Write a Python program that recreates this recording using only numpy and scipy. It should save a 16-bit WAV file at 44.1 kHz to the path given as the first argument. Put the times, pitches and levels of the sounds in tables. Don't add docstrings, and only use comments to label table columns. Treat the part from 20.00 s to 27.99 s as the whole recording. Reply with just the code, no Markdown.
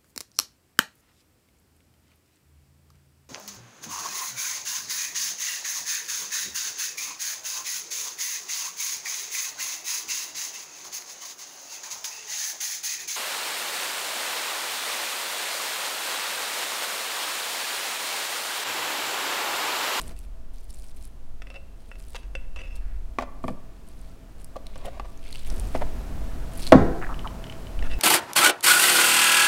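import sys
import numpy as np
from scipy import signal
from scipy.fft import rfft, irfft, next_fast_len
from scipy.io import wavfile

SR = 44100
rng = np.random.default_rng(int(sys.argv[2]) if len(sys.argv) > 2 else 0)


def pcm_store(signal):
    levels = np.round(np.clip(np.atleast_2d(signal), -1, 1) * 32767)
    wavfile.write(sys.argv[1], SR, levels.astype(np.int16).T)


N = 352359

# start in seconds, peak in dB, treble gain in dB,
# ring in dB (before the jar's overall ring gain).
JAR_TAPS = [(0.166, -54, 8.46, -18), (1.42, -30, -2, -19), (1.47, -36.5, -7, -8), (1.502, -34, -5, -9),
            (1.542, -36, 2, -13), (1.915, -30, -21, -4.5), (1.955, -42, -2, -11), (2.147, -27, -15, -20),
            (2.232, -43, 14, -11), (2.352, -22, -4, -6.5), (2.561, -29, -6, -9.5), (7.825, -26, -24, -21)]
# start in seconds, length in seconds, peak in dB,
# treble gain in dB, ring in dB (before the jar's overall ring gain).
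JAR_SCRAPES = [(0.153, 0.041, -54, 13.5, 4), (1.501, 0.027, -43, -18, -10), (1.544, 0.031, -32, -10, -4.5),
               (2.152, .016, -28.5, 7, -25), (2.559, 0.069, -31, -3, -7.5), (2.627, 0.063, -37.5, -5, -7),
               (2.69, 0.109, -44.5, -2, -8), (2.791, .2, -49, -10, -16), (7.83, 0.048, -33.5, -4, -16),
               (7.895, 0.049, -29, 10, -4.5)]
# frequency in Hz, relative level in dB, t60 in seconds.
JAR_MODES = [(536, -4.5, 0.051), (1385, -5, 0.0093), (1880, 3, 0.0097), (2360, -14, 0.033),
             (2490, -21.5, 0.32), (2590, -11, 0.14), (2615, -14, 0.19), (2678, 7, 0.043), (2935, 0, 0.014),
             (3480, -12, 0.044), (4870, -18, 0.071), (5320, -10, 0.029), (5900, -22, 0.051),
             (7850, -27, .17)]
# frequency in Hz, relative level in dB per Hz.
JAR_CRACK = [(200, -6), (500, 13), (2000, 9.5), (5000, 1.5), (10000, -6), (16000, -29)]
# start in seconds, peak in dB, treble gain in dB,
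# ring in dB (before the tub's overall ring gain).
TUB_KNOCKS = [(3.186, -12, 0, 3.5), (3.199, -28, -7, -18), (3.209, -25, 3, -15), (3.222, -23.5, -1, -7),
              (3.44, -22, -11, 4.5), (3.481, -18, -8.5, 0.5), (3.493, -30, -11, -17),
              (4.558, -27.5, -12, -3), (4.565, -24.5, -6, -11), (4.758, -31, 0, -8), (4.997, -23.5, -2, 0),
              (5.749, -17.5, -18, -21), (5.821, -31, -13, -8)]
# start in seconds, length in seconds, peak in dB,
# treble gain in dB, ring in dB (before the tub's overall ring gain).
TUB_SCRAPES = [(3.22, 0.017, -25, -6, -5.5), (4.766, 0.1, -38, -3, -11), (4.841, 0.054, -27, -11.5, -17),
               (4.924, 0.062, -36.5, 0, -19.5), (5.042, 0.017, -37, 12, -8), (5.743, 0.02, -22, 7, -19),
               (5.81, 0.021, -19.5, -9, -8.5)]
# frequency in Hz, relative level in dB, t60 in seconds.
TUB_MODES = [(241, -8.5, 0.078), (380, -9.5, 0.048), (588, -22, 0.049), (677, -2, 0.031),
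             (807, -3.5, 0.054), (930, 2, 0.016), (1163, 1.5, 0.037), (1790, -14, 0.053),
             (2043, -21.5, 0.07), (2440, -9, 0.017)]
# frequency in Hz, relative level in dB per Hz.
TUB_CRACK = [(120, -29), (600, 18.5), (1200, 0.5), (2000, 1.5), (4000, -7), (9000, -20.5), (16000, -41)]

# start in seconds, length in seconds,
# crackle level in dB (before the mix trim), treble gain in dB.
PULLS = [(0, 0.13, -51, 1), (0.157, 0.11, -60, 4), (.53, 0.14, -66.5, 11.5), (0.677, .25, -61, 8.5),
         (0.941, 0.15, -62.5, 9), (1.768, 0.21, -64.5, 0), (1.974, 0.24, -60.5, 4.5),
         (2.751, 0.032, -58.5, 12), (3.424, .12, -63.5, 6), (3.858, 0.28, -66, 5.5),
         (4.377, 0.059, -59.5, 4), (4.648, .38, -57.5, -17), (4.842, 0.039, -51.5, 1),
         (5.044, 0.21, -61, -2.5), (5.227, 0.084, -45, -6.5), (5.299, .19, -48.5, -2),
         (5.457, 0.35, -54.5, 4), (6.513, 0.14, -49.5, 3), (6.59, 0.13, -47.5, 3.5)]
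PULL_ATTACK_S, PULL_RELEASE_S = 0.0082, 0.02
# frequency in Hz, relative level in dB.
CRACKLE_COLOUR = [(2000, -3), (2900, -4.5), (4500, 1), (6700, -8), (9000, 7), (12000, -1.5), (15500, -9)]
# start in seconds, peak in dB, pitch in Hz.
SNAPS = [(0.0153, -23.5, 7940), (0.08, -29, 8650), (0.19, -34, 10100), (0.706, -35.5, 5300),
         (1.053, -31.5, 10200), (3.887, -37.5, 10000), (4.445, -30.5, 10600), (4.668, -29, 4050),
         (5.3497, -29, 2790), (5.3566, -26.5, 2900), (5.5016, -27, 5570), (5.5978, -24, 9200),
         (6.575, -27, 10670), (6.609, -32, 10100), (6.668, -18, 4250), (6.6751, -19.5, 4170)]
STRAY_SNAPS_PER_S, STRAY_SNAP_DB, STRAY_SNAP_HZ = 8.1, 18.5, (4000, 10900)
# start in seconds, length in seconds,
# typical peak in dB, typical starting pitch in Hz, pitch sag in octaves per second.
SQUELCHES = [(6.625, .066, -32, 4380, .3), (7.016, .034, -26.5, 1860, 3.0), (7.066, .007, -27, 1460, 12),
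             (7.091, .04, -27.5, 1230, 2.0), (7.245, .024, -26, 1216, 20)]
BLIP_GAP_S, BLIP_SLOWING_PER_S = 0.007, 8.0
# start in seconds, peak in dB.
POPS = [(7.143, -33), (7.1923, -30), (7.274, -26.5), (7.441, -29.5), (7.468, -34), (7.498, -29.5),
        (7.524, -30), (7.669, -33.5), (7.791, -30.5)]
POP_HZ = 2980

# start in seconds, peak in dB,
# contact cut-off in Hz.
THUDS = [(3.44, -24.5, 256), (3.482, -28.5, 260), (3.502, -27, 221), (4.9965, -38, 1300),
         (5.7495, -18.5, 915), (6.7219, 9, 5900), (6.748, -1.5, 347)]
# frequency in Hz, relative level in dB, t60 in seconds.
TABLE_MODES = [(72, -22, 0.36), (123.7, -30, 0.93), (147, -18, 0.25), (196, -9.5, 0.1), (264.2, -7, 0.159),
               (327, -10, 0.075), (363.6, -21, .25), (502.5, -4.5, 0.13), (652, 4, 0.044),
               (850, -18, 0.072), (1102, -13, 0.12), (1340, -12, .03), (1710, -16, 0.046)]
# frequency in Hz, relative level in dB per Hz.
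TABLE_CRACK = [(80, 11.5), (500, 6.5), (1600, 6), (2600, -14), (4200, -20), (7000, -26), (16000, -27)]
# frequency in Hz, relative level in dB per Hz.
BOOM = [(70, 12), (200, -2), (520, -3.5), (900, -6.5), (1300, -12.5), (2000, -20.5), (2700, -35),
        (5000, -44), (12000, -56)]
# frequency in Hz, t60 in seconds.
ROOM_T60 = [(100, 0.47), (500, 0.71), (1500, 0.65), (4000, 0.38), (12000, 0.61)]

# time in seconds, level in dB (before a fixed boost).
RUMBLE_LEVEL = [(0.0, -41.5), (0.11, -38), (0.15, -40.5), (1.8, -44), (2.98, -32), (3.38, -44.5),
                (5.41, -40.5), (5.52, -29.5), (6.65, -36.5), (6.83, -28), (7.01, -34), (7.68, -42.5),
                (7.79, -25), (7.99, -31)]
RUMBLE_BOOST_DB = 7.5
# frequency in Hz, relative level in dB per Hz.
RUMBLE = [(10, 20), (16, -11.5), (28, -5.5), (40, -3), (60, -10.5), (85, -30.5), (140, -44)]
# time in seconds, level in dB.
ROOM_LEVEL = [(.12, -45), (.15, -54.5), (1.8, -54.5), (5.46, -49.5), (5.5, -40), (7.99, -41)]
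# frequency in Hz, relative level in dB per Hz.
ROOM_NOISE = [(60, -1), (80, 1), (130, -5), (231, -8), (364, -13), (524, -16), (905, -20), (1800, -26.5),
              (3000, -36.5)]
# frequency in Hz, level against the room noise in dB, t60 in seconds.
DRONE = [(255.5, -13.5, 0.21), (658, -13.5, 0.16), (1112, -35, 0.12)]
# frequency in Hz, relative level in dB per Hz.
HISS = [(2500, 5), (3500, -1.5), (5800, -5), (8500, -6.5), (12000, -9.5), (17000, -9.5)]
HISS_DB, HISS_FOLLOWS = -19.5, 0.88
CUTOFF_HZ = 16000
HIT = np.arange(int(0.8 * SR)) / SR


def spoon_on_jar():
    return struck(JAR_TAPS, JAR_SCRAPES, JAR_MODES, JAR_CRACK, crack_t60=0.016, modes_db=5.0,
                  split_hz=1650, slips_per_s=1500, chatter_s=0.0054, chatter_db=-8.0)


def spoon_in_tub():
    return struck(TUB_KNOCKS, TUB_SCRAPES, TUB_MODES, TUB_CRACK, crack_t60=0.035, modes_db=1.0,
                  split_hz=540, slips_per_s=1100, chatter_s=0.004, chatter_db=-8.0)


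def struck(taps, scrapes, modes, crack, crack_t60, modes_db, split_hz, slips_per_s, chatter_s, chatter_db):
    out = np.zeros(N)
    for s, db, bright_db, ring_db in taps:
        body = harden(blow(modes, crack, crack_t60, modes_db + ring_db), bright_db, split_hz)
        force = amp(chatter_db) * slips(chatter_s, slips_per_s)
        force[0] = 1
        add(out, s, signal.fftconvolve(body, force), db)
    for s, length, db, bright_db, ring_db in scrapes:
        body = harden(blow(modes, crack, crack_t60, modes_db + ring_db), bright_db, split_hz)
        add(out, s, signal.fftconvolve(body, slips(length, slips_per_s)), db)
    return out


def blow(modes, crack, crack_t60, ring_db):
    strengths = amp(0.5 * rng.standard_normal(len(modes)))
    tones = 0
    for k, (hz, db, t60) in enumerate(modes):
        sign = (-1) ** k
        tones = tones + sign * strengths[k] * amp(db) * np.sin(2 * np.pi * hz * HIT) * dying(t60)
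    return amp(ring_db) * tones + noise(crack, len(HIT)) * dying(crack_t60)


def harden(x, bright_db, split_hz):
    low = cut(x, split_hz, "low", order=1)
    return low + amp(bright_db) * (x - low)


def slips(length, per_s):
    size = int(max(length, 0.004) * SR)
    grip = (rng.random(size) < per_s / SR) + 0.08
    clicks = rng.standard_normal(size) * grip * signal.windows.tukey(size, 0.3)
    return clicks / np.linalg.norm(clicks)


def crackle(per_s, spread_db, cycles, split_hz):
    sizes = amp(spread_db * np.minimum(rng.exponential(1, N), 3))
    clicks = sizes * (rng.random(N) < per_s / SR)
    ticks = 0
    for hz in np.geomspace(2200, 15000, 22):
        woken = rng.random(N) < 0.3
        strike = clicks * woken * rng.standard_normal(N)
        ticks = ticks + amp(at_hz(CRACKLE_COLOUR, hz)) * ring(strike, hz, cycles / hz)
    ticks = unit(ticks)
    gain, treble_gain = pulls()
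    low = cut(ticks, split_hz, "low", order=3)
    high = cut(ticks, split_hz, "high", order=3)
    return gain * low + treble_gain * high


def pulls():
    t, gain, treble_gain = np.arange(N) / SR, 0, 0
    for s, length, db, bright_db in PULLS:
        attack = np.clip((t - s) / PULL_ATTACK_S, 0, 1)
        release = np.clip((s + length - t) / PULL_RELEASE_S, 0, 1)
        pull = attack * release * amp(db)
        gain = gain + pull
        treble_gain = treble_gain + amp(bright_db) * pull
    return gain, treble_gain


def snaps(cycles, crack_t60, crack_db):
    out = np.zeros(N)
    for s, db, hz in SNAPS + stray_snaps():
        colour = cut(noise(CRACKLE_COLOUR, len(HIT)), [hz / 2, hz * 2], "band", order=1)
        tick = unit(colour) * dying(crack_t60)
        cavity = np.sin(2 * np.pi * hz * HIT) * dying(cycles / hz)
        add(out, s, amp(crack_db) * tick + cavity, db)
    return out


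def stray_snaps():
    low, high = STRAY_SNAP_HZ
    rows = []
    for s, length, db, _ in PULLS:
        count = int(length * STRAY_SNAPS_PER_S)
        for when, size, pitch in rng.random((12, 3))[:count]:
            peak_db = db + STRAY_SNAP_DB + 8.0 * (size - 0.5)
            rows.append((s + when * length, peak_db, low * (high / low) ** pitch))
    return rows


def blips():
    out = np.zeros(N)
    for row in SQUELCHES:
        for s, db, hz in squelch(*row):
            add(out, s, blip(hz, cycles=24.0, rise_s=0.00035, wet_db=-1.0), db)
    for s, db in POPS:
        tick = cut(rng.standard_normal(len(HIT)), [2200, 5500], "band") * dying(0.0059)
        add(out, s, blip(POP_HZ, cycles=39.0, rise_s=0.0002, wet_db=-4.0) + tick, db)
    return out


def squelch(s, length, db, hz, sag):
    rows, age = [], 0
    for gap, size, pitch in rng.standard_normal((16, 3)):
        if age < length:
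            rows.append((s + age, db + 1.32 * size, hz * 2 ** (0.05 * pitch - sag * age)))
        age += BLIP_GAP_S * (1 + BLIP_SLOWING_PER_S * age) * np.exp(0.147 * gap)
    return rows


def blip(hz, cycles, rise_s, wet_db):
    splutter = unit(cut(rng.standard_normal(len(HIT)), [hz / 1.7, hz * 1.2], "band"))
    tone = np.sin(2 * np.pi * hz * HIT)
    swell = 1 - np.exp(-HIT / rise_s)
    puff = (tone + amp(wet_db) * splutter) * dying(cycles / hz) * swell
    return cut(puff, hz * 1.3, "low", order=4)


def thuds():
    near, far = np.zeros(N), np.zeros(N)
    for s, db, soft_hz in THUDS:
        table_top = blow(TABLE_MODES, TABLE_CRACK, crack_t60=0.057, ring_db=4.0)
        boom = noise(BOOM, len(HIT)) * dying(0.025)
        add(near, s, cut(table_top, soft_hz, "low"), db)
        add(far, s, cut(boom, soft_hz, "low"), db)
    return near + amp(-6.5) * kitchen(far, build_s=0.0075, dull_hz=6800)


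def kitchen(x, build_s, dull_hz):
    edges = np.geomspace(70, 16000, 15)
    tail = 0
    for lo, hi in zip(edges, edges[1:]):
        band = cut(rng.standard_normal(len(HIT)), [lo, hi], "band")
        tail = tail + band * dying(at_hz(ROOM_T60, np.sqrt(lo * hi)))
    tail = tail * (1 - np.exp(-HIT / build_s))
    tail = cut(tail / np.linalg.norm(tail), dull_hz, "low", order=1)
    return signal.fftconvolve(x, tail)[:N]


def background():
    drone = sum(amp(db) * unit(ring(rng.standard_normal(N), hz, t60)) for hz, db, t60 in DRONE)
    room_db = curve(ROOM_LEVEL)
    air = amp(room_db) * (noise(ROOM_NOISE, N) + drone)
    hiss = amp(HISS_DB + HISS_FOLLOWS * room_db) * noise(HISS, N)
    rumble = amp(curve(RUMBLE_LEVEL) + RUMBLE_BOOST_DB) * noise(RUMBLE, N)
    return air + hiss + rumble


def noise(spectrum, size):
    fft_size = next_fast_len(size)
    hz = np.fft.rfftfreq(fft_size, 1 / SR) + 1e-3
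    low_end = 1 / (1 + (spectrum[0][0] / hz) ** 6)
    high_end = 1 / (1 + (hz / spectrum[-1][0]) ** 12)
    white = rfft(rng.standard_normal(fft_size))
    coloured = white * amp(at_hz(spectrum, hz)) * low_end * high_end
    return unit(irfft(coloured, fft_size)[:size])


def ring(x, hz, t60):
    r, w = np.exp(-np.log(1000) / (t60 * SR)), 2 * np.pi * hz / SR
    return signal.lfilter([0, np.sin(w)], [1, -2 * r * np.cos(w), r * r], x + 1e-18)


def dying(t60):
    return np.exp(-np.minimum(np.log(1000) * HIT / t60, 60))


def cut(x, hz, kind, order=2):
    corner = np.clip(hz, 10, 0.45 * SR)
    return signal.sosfilt(signal.butter(order, corner, kind, fs=SR, output="sos"), x)


def amp(db):
    return 10 ** (np.asarray(db) / 20)


def unit(x):
    return x / np.sqrt(np.mean(x ** 2) + 1e-20)


def curve(rows):
    return np.interp(np.arange(N) / SR, *np.transpose(rows))


def at_hz(points, hz):
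    points = np.array(points)
    return np.interp(np.log(hz), np.log(points[:, 0]), points[:, 1])


def add(out, s, sound, db):
    i = int(s * SR)
    scaled = amp(db) * sound / np.abs(sound).max()
    out[i:i + len(sound)] += scaled[:N - i]


def scene():
    jar = spoon_on_jar()
    tub = spoon_in_tub()
    paste = amp(-3.0) * crackle(per_s=800, spread_db=4.5, cycles=19.0, split_hz=4940)
    paste = paste + snaps(cycles=26.5, crack_t60=0.013, crack_db=-11.5) + blips()
    to_room = amp(-12.0) * jar + amp(-15.5) * tub + amp(-11.5) * paste
    echoes = kitchen(to_room, build_s=0.0034, dull_hz=5500)
    return (jar + tub + paste + thuds() + echoes + background())[None]


def record(dry):
    clipped = np.clip(dry, -0.98, 0.98)
    return signal.sosfilt(signal.ellip(10, 0.1, 80, CUTOFF_HZ, fs=SR, output="sos"), clipped)


dry = scene()
out = record(dry)
pcm_store(out)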